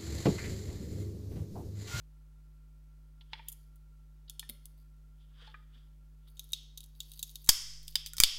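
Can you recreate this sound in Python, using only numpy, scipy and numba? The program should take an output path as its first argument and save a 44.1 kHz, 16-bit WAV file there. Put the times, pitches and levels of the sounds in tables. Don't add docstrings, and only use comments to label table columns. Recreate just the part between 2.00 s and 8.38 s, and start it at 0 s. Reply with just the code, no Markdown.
import sys
import numpy as np
from scipy import signal
from scipy.fft import rfft, irfft
from scipy.io import wavfile
from scipy.ndimage import uniform_filter1d
from numba import njit

SR = 44100
rng = np.random.default_rng(int(sys.argv[2]) if len(sys.argv) > 2 else 0)


def to_linear_factor(level_db):
    exponent = np.asarray(level_db, float) / 20
    return 10 ** exponent


def waveform_to_disk(signal):
    frames = np.transpose(np.atleast_2d(signal))
    scaled = np.clip(frames, -1, 1) * 32767
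    samples = np.round(scaled).astype(np.int16)
    wavfile.write(sys.argv[1], SR, samples)


N = 281358
TIME = np.arange(N) / SR
STRIP_PER_BRIGHT = 0.53


def level(x, db):
    return x * to_linear_factor(db) / np.sqrt(np.mean(x ** 2))


def peak(y, db):
    return y * to_linear_factor(db) / np.max(np.abs(y))


def band(x, hz, width):
    return signal.lfilter(*signal.iirpeak(min(hz, 0.45 * SR), hz / width, fs=SR), x)


def noise():
    return rng.standard_normal(N)


def walk(rate):
    hold = int(SR / rate)
    steps = np.repeat(rng.standard_normal(N // hold + 1), hold)
    return uniform_filter1d(steps, hold)[:N]


def curve(rows, column):
    rows = np.array(rows)
    return to_linear_factor(np.interp(TIME, rows[:, 0], rows[:, column], left=-200, right=-200))


def swell(s, db, rise, fall):
    before = (s - TIME) / max(rise, 0.003)
    after = (TIME - s) / max(fall, 0.003)
    away = np.where(TIME < s, before, after)
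    return to_linear_factor(db - 25 * np.minimum(away, 4) ** 1.4)


def add(out, s, sound):
    i = int(s * SR)
    out[i:i + len(sound)] += sound[:N - i]


def ring(modes, chance, spread, scatter_db, damp=1):
    hz, db, t60 = np.transpose(modes)[:, :, None]
    t = TIME[:3000]
    count = len(hz)
    hz = hz * (1 + spread * chance[0, :count, None])
    gain = to_linear_factor(db + scatter_db * chance[1, :count, None])
    decay = 1000 ** (-damp * t / t60)
    return np.sum(gain * np.sin(2 * np.pi * hz * t) * decay, axis=0)


def floor():
    # harmonic number, level_db
    hum_lines = [(1, -54), (3, -63), (5, -81), (6, -95), (7, -89), (9, -95), (11, -94), (13, -101),
                 (17, -97), (19, -98)]
    # time_s, level_db
    fan_levels = [(0, -86), (2, -84), (4.4, -86.5), (4.9, -99), (6.4, -99)]
    # frequency_hz, density_db (per Hz)
    hiss_shape = [(40, 4), (100, -2), (300, -10.5), (700, -16.5), (1500, -18.5), (3500, -22), (8000, -24.5),
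                  (16000, -24)]
    mains_hz, mains_start = 49.996, 1.2
    phase = 2 * np.pi * mains_hz * TIME + mains_start
    hum = sum(np.sqrt(2) * to_linear_factor(db) * np.sin(k * phase) for k, db in hum_lines)
    hum = hum * to_linear_factor(0.044 * walk(3.1))
    fan = curve(fan_levels, 1) * level(band(band(noise(), 1374, 36.3), 1368, 54), 0)
    hz, db = np.transpose(hiss_shape)
    bins_hz = np.arange(N // 2 + 1) * SR / N
    shape = to_linear_factor(np.interp(np.log(bins_hz + 1), np.log(hz), db))
    hiss = level(irfft(rfft(noise()) * shape, N), -73.5)
    return hum + fan + hiss


def bumps():
    # start_s, can_peak_db, thud_db (against the can), chatter_ms
    bump_hits = [(1.2097, -48.5, -13, 4.5), (1.3326, -29.5, -1.5, 2.3), (1.3529, -56, 9, 1.8),
                 (1.381, -53, -5, 1.5), (1.3927, -57.5, 14.5, 4.3), (1.4216, -60, -10, 2.1),
                 (2.279, -53.5, -20, 6), (2.4282, -49.5, 5.5, 2.5), (3.4764, -53, -1, 3),
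                 (3.4952, -60, -7, 2.1), (3.4997, -57, -8, 2.1), (3.5416, -66.5, 25, 4.3),
                 (3.7356, -68, -15, 2.1), (3.7585, -70.5, 6, 2.3), (4.273, -65, -4, 1.1),
                 (4.2762, -59.5, -9, 2.5)]
    strip_db, wrap_db = -32, -39
    return [(s, db, db + thud, db + strip_db, db + wrap_db, ms) for s, db, thud, ms in bump_hits]


def taps():
    # start_s, peak_db, pitch_hz, t60_s
    tap_hits = [
        (1.33, -37.5, 899, 0.065),
        (1.391, -52, 1800, 0.031),
        (2.427, -50, 1813, 0.093),
        (2.495, -39.5, 2130, 0.025),
        (3.42, -53, 487, 0.17),
        (3.474, -44.5, 862, 0.099),
        (3.541, -39, 1251, 0.08),
        (6.134, -43.5, 1445, 0.061),
                (2.494, -43, 224, 0.13),
        (3.759, -59, 240, 0.076),
                (1.396, -46, 890, 0.04),
        (2.495, -54, 586, 0.13),
        (5.003, -57.5, 497, 0.044),
    ]
    out = np.zeros(N)
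    push = np.hanning(24)
    rows = tap_hits
    chances = rng.standard_normal((len(rows), 2, 2))
    for (s, db, hz, t60), chance in zip(rows, chances):
        modes = [(hz, 0, t60), (4 / 3 * hz, -8, 0.5 * t60)]
        sound = np.convolve(ring(modes, chance, 0.005, 0.5), push)
        add(out, s + 0.0015, peak(sound, db - 6))
    return out


def rubs():
    # peak_s, level_db, rise_s, fall_s, low_part_db (against the stroke)
    strokes = [
        (1.34, -62, .05, 0.13, -9),
        (1.487, -57, 0.022, 0.016, -23.5),
        (3.22, -74, 0.063, 0.076, -17),
        (3.44, -61, .14, 0.15, -3.5),
        (3.555, -82, 0.028, 0.33, -1.5),
        (3.75, -67.5, .04, 0.16, -11),
        (4.289, -76, 0.087, .016, -13),
    ]
    # frequency_hz, width_hz, level_db
    rub_bands = [(3320, 1240, 12.5), (4440, 770, 1.5), (8500, 2200, -12)]
    grain = noise() * to_linear_factor(2.5 * walk(120))
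    high = sum(to_linear_factor(db) * band(band(grain, hz, width), hz, 0.67 * width) for hz, width, db in rub_bands)
    high = level(high, 0)
    low = level(band(band(noise(), 1330, 1080), 1550, 930), 0)
    return sum(swell(*stroke) * (high + to_linear_factor(low_db) * low) for *stroke, low_db in strokes)


def creak():
    # peak_s, level_db, rise_s, fall_s
    bends = [(1.45, -77, 0.036, 0.41), (2.784, -78.5, 0.25, 0.13), (4.275, -83, .02, 0.33),
             (4.46, -77.5, 0.32, .4), (4.89, -87, .16, 0.028), (5.004, -72, 0.024, 0.15),
             (5.198, -63, 0.33, .25), (5.41, -66, .3, 0.1), (5.945, -57.5, 0.14, 0.012)]
    slip_chance = 0.013
    specks = noise() * (rng.random(N) < slip_chance) * to_linear_factor(4.0 * walk(60))
    film = band(band(specks, 12700, 5000), 12800, 7600) + 0.38 * band(specks, 10000, 1500)
    film = film + 1.65 * band(specks, 4600, 400) + 0.5 * band(specks, 6300, 430)
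    film = level(film, 0.5)
    return sum(swell(*bend) for bend in bends) * film


def clicks():
    # start_s, can_peak_db, brightness_db, chatter_ms
    click_hits = [(1.4848, -52, 26, 3.1), (1.499, -61, 23, 1.5), (1.5263, -56.5, 20.5, 1.9),
                  (2.2971, -38.5, 9, 1.7), (2.395, -31, 5, 1.2), (2.6555, -51, 14.5, 1.1),
                  (4.3696, -54.5, 2, 6.8), (4.3942, -35, 5.5, 1.2), (4.5201, -56.5, 18, 3.4),
                  (4.5329, -21.5, -3.3, 1.35), (4.7749, -39, 4.5, 3.4), (4.8054, -42.5, 2.5, 1.4),
                  (4.839, -52.5, 7, 3), (5.0038, -31, -1.5, 1.9), (5.1354, -49.5, 7, 2.7),
                  (5.1928, -40, 6.5, 2.4), (5.2278, -32, 9.5, 2), (5.294, -46, 3, 1.3),
                  (5.3563, -35, 4.5, 0.98), (5.4437, -54.5, 11.5, 5.2), (5.4619, -52, 12, 3.4),
                  (5.88, -36, 2, 1.1), (5.9238, -52.5, -3, 3.1), (6.071, -44.5, 8.5, 2.8),
                  (6.0821, -62, 17, 5.7)]
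    thud_db, strip_db = -30.5, -2
    return [(s, db, db + thud_db, db + strip_db + STRIP_PER_BRIGHT * bright, db + bright, ms)
            for s, db, bright, ms in click_hits]


def cracks():
    # start_s, can_peak_db, brightness_db, chatter_ms
    crack_hits = [
        (2.4915, -38, 1, 1.3),
        (2.4962, -36.5, 10.5, 1.3),
        (5.1173, -45.5, 10.5, 1.6),
        (4.4414, -62, 16, 2.1),
        (4.8314, -51, 1.5, 2),
        (5.3022, -69.5, 26, 2.8),
        (4.2825, -61, 4.5, 4.1),
        (1.5184, -58.5, 21, 4.8),
    ]
    thud_db, strip_db = -26, -14
    return [(s, db, db + thud_db, db + strip_db + STRIP_PER_BRIGHT * bright, db + bright, ms)
            for s, db, bright, ms in crack_hits]


def slips():
    # start_s, can_peak_db, brightness_db
    slip_hits = [(1.758, -74, 22), (2.535, -73, 17), (4.3003, -83, 25), (4.432, -64, 6), (4.4901, -62, 9),
                 (4.5032, -62, 8), (4.51, -57, -5), (4.5163, -68, 7), (4.6011, -77, 2), (4.6315, -74, 16),
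                 (4.8604, -66, 16), (4.8866, -81, 19), (4.951, -59, -1), (5.0316, -53, 8), (5.053, -68, 14),
                 (5.0955, -67, 15), (5.107, -60, 7), (5.142, -58, 6), (5.168, -65, 7), (5.1755, -57, 5),
                 (5.2725, -58, -5), (5.312, -69, 24), (5.3386, -72, 18), (5.829, -54.5, 7),
                 (5.8728, -61, 10)]
    thud_db, strip_db, chatter_ms = -24, -6.5, 2.1
    return [(s, db, db + thud_db, db + strip_db + STRIP_PER_BRIGHT * bright, db + bright, chatter_ms)
            for s, db, bright in slip_hits]


def knocks():
    # start_s, can_peak_db, thud_db, strip_and_wrap_db (both against the can), chatter_ms
    knock_hits = [(5.4726, -47.5, -5.5, 2.5, 6.3), (5.4892, -37.5, 10.5, 18.5, 3.3),
                  (5.4911, -11, -11, 4, 2.7), (5.4985, -12, -37, -3, 0.93),
                  (5.955, -14.5, -18.5, -8.5, 1.73), (6.061, -32.5, -17, -2, 4),
                  (6.1344, -43, -3, 11, 0.78), (6.1679, -43.5, -7, 10, 1.9), (6.182, -25.5, -15, -2, 1.7),
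                  (6.2015, -18, -4.5, 10, 0.86), (6.2358, -5.5, -19, -4.5, 1.3)]
    wrap_db = 0.63
    return [(s, db, db + thud, db + top, db + top + wrap_db, ms) for s, db, thud, top, ms in knock_hits]


def ticks():
    regrips = [
        2.0,
        4.0,
        5.48,
    ]
    # frequency_hz, level_db, t60_s
    can_modes = [
        [(2820, 4, 0.0054), (3330, 9, 0.0058), (3900, -7.5, 0.0032), (4020, -5, 0.014), (4780, -31, 0.0085)],
        [(3000, -9, 0.017), (3380, -5, 0.021), (3630, 7.5, 0.0077), (4270, -4, 0.033), (4850, -14, 0.011)],
        [(3210, -34, 0.0052), (3420, -6.5, 0.012), (3790, 4, 0.016), (4300, -5.5, 0.015), (4940, -16, 0.0087)],
        [(2640, -7, 0.0093), (3290, -10, 0.019), (3680, 8.5, 0.0043), (4710, 5, 0.0067), (5240, -11, 0.0041)],
    ]
    # frequency_hz, level_db, t60_s
    thud_modes = [
        [(950, 2.5, 0.018), (1270, -24, 0.0035), (1880, -1.5, 0.015), (2280, 9.5, 0.0082)],
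        [(1000, -25, .012), (1220, -7, 0.019), (1770, 14, 0.01), (2380, 7, 0.027)],
        [(950, -19, .008), (1320, -2, 0.0071), (1750, -1, 0.0036), (2240, 9, 0.0053)],
        [(1110, -14, 0.008), (1480, -11, 0.0032), (1855, 7, 0.006), (2336, 4, 0.013)],
    ]
    # frequency_hz, level_db, t60_s
    strip_modes = [
        [(4970, 4, 0.0034), (6200, -3, 0.0053), (7000, 12, 0.0026), (7600, -1, 0.0046), (8510, -8, 0.0023)],
        [(5100, 1, 0.0032), (6360, 3, 0.0039), (6940, -2, .003), (7800, 2, 0.0023), (8740, 3.5, 0.013)],
        [(5340, -5, 0.0025), (6450, 6, 0.0041), (6970, 1.5, 0.0031), (7660, -3, 0.0069), (8660, -5.5, 0.0039)],
        [(5220, 2, 0.0059), (6220, 3, 0.0055), (6966, -2, 0.01), (7635, -0.5, 0.0065), (8300, 5, 0.0025)],
    ]
    # frequency_hz, level_db, t60_s
    snap_modes = [(9700, 5, 0.0022), (10900, 10, 0.0021), (12000, 0, 0.0059), (13700, 2.5, 0.0044),
                  (13400, 7, 0.0013), (17600, -8.5, .003)]
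    # low_hz, high_hz
    radiated = [(2650, 5400), (820, 2650), (5000, 9200), (8800, 17000)]
    hard_from_db, hard_grow = -9.5, 2.77
    near, around = np.zeros((2, N))
    rows = knocks() + bumps() + clicks() + cracks() + slips()
    chances = rng.standard_normal((len(rows), 4, 2, 8))
    bounces = rng.standard_normal((len(rows), 800))
    bounces = bounces * to_linear_factor(6.85 * rng.standard_normal((len(rows), 800)))
    filters = [signal.butter(4, edge, "bandpass", fs=SR, output="sos") for edge in radiated]
    for (s, *dbs, chatter_ms), chance, bounce in zip(rows, chances, bounces):
        push = 0.13 * bounce * np.exp(-TIME[:800] * 700 / max(chatter_ms, 0.3))
        push[0] = 1
        hard_db = hard_grow * max(max(dbs) - hard_from_db, 0)
        grip = np.searchsorted(regrips, s)
        parts = can_modes[grip], thud_modes[grip], strip_modes[grip], snap_modes
        for modes, radiate, db, part_chance in zip(parts, filters, dbs, chance):
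            struck = signal.fftconvolve(ring(modes, part_chance, 0.01, 2.0), push)
            direct = peak(signal.sosfilt(radiate, struck), db + hard_db)
            blur = ring(modes, part_chance, 0.01, 1.5, 1.1 + 0.06 * hard_db)
            blur = signal.sosfilt(radiate, blur)
            add(near, s, direct)
            add(around, s, blur * np.sqrt(np.sum(direct ** 2) / np.sum(blur ** 2)))
    return near, around


def room(near, around):
    # frequency_hz, t60_s, level_db
    tail_bands = [(463, 0.42, -5.5), (1180, 0.48, -8.5), (2050, 0.65, -8), (3170, 0.5, -6),
                  (5360, 0.62, -4), (7250, 0.27, -10.5), (10600, 0.32, -2.5), (14600, 0.18, -8.5)]
    tail_db, desk_s, desk_db = -17, 0.0078, -14
    t = TIME[:SR]
    tail = np.zeros(SR)
    for hz, t60, db in tail_bands:
        hiss = level(band(noise(), hz, hz / 3.9), 0)[:SR]
        tail += to_linear_factor(db) * hiss * 1000 ** (-t / t60) / np.sqrt(t60 * SR / 14)
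    tail = tail * to_linear_factor(tail_db) * (1 - np.exp(-t / 0.00065))
    desk = to_linear_factor(desk_db) * np.roll(near, int(desk_s * SR))
    return near + desk + signal.fftconvolve(around, tail)[:N]


def scene():
    near, around = ticks()
    hands = taps() + rubs() + creak()
    return (room(near + hands, around + hands) + floor())[None]


@njit
def follow(x, attack, release):
    out, e = np.empty(len(x)), 0.
    for i in range(len(x)):
        e += (abs(x[i]) - e) * (attack if abs(x[i]) > e else release)
        out[i] = e
    return out


def roll_off(x):
    return signal.sosfilt(signal.butter(12, 17000, fs=SR, output="sos"), x)


def record(dry):
    attack_s, release_s, ceiling = 0.00027, 0.28, 0.51
    x = dry[0]
    seen = follow(x, 1 / (attack_s * SR), 1 / (release_s * SR))
    held = x * np.minimum(1, ceiling / (seen + 1e-9))
    overload = 0.054 * (np.abs(held) > 0.36)
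    charge = follow(overload, 1 / (0.00012 * SR), 1 / (0.04 * SR))
    sag = signal.sosfilt(signal.butter(1, 0.55, "highpass", fs=SR, output="sos"), charge)
    treble = signal.ellip(8, 0.2, 50, 16000, fs=SR, output="sos")
    clipped = 0.56 * np.tanh(signal.sosfilt(treble, held) / 0.56)
    mix = signal.sosfilt(treble, clipped - sag)
    return roll_off(mix[None])


dry = scene()
out = record(dry)
waveform_to_disk(out)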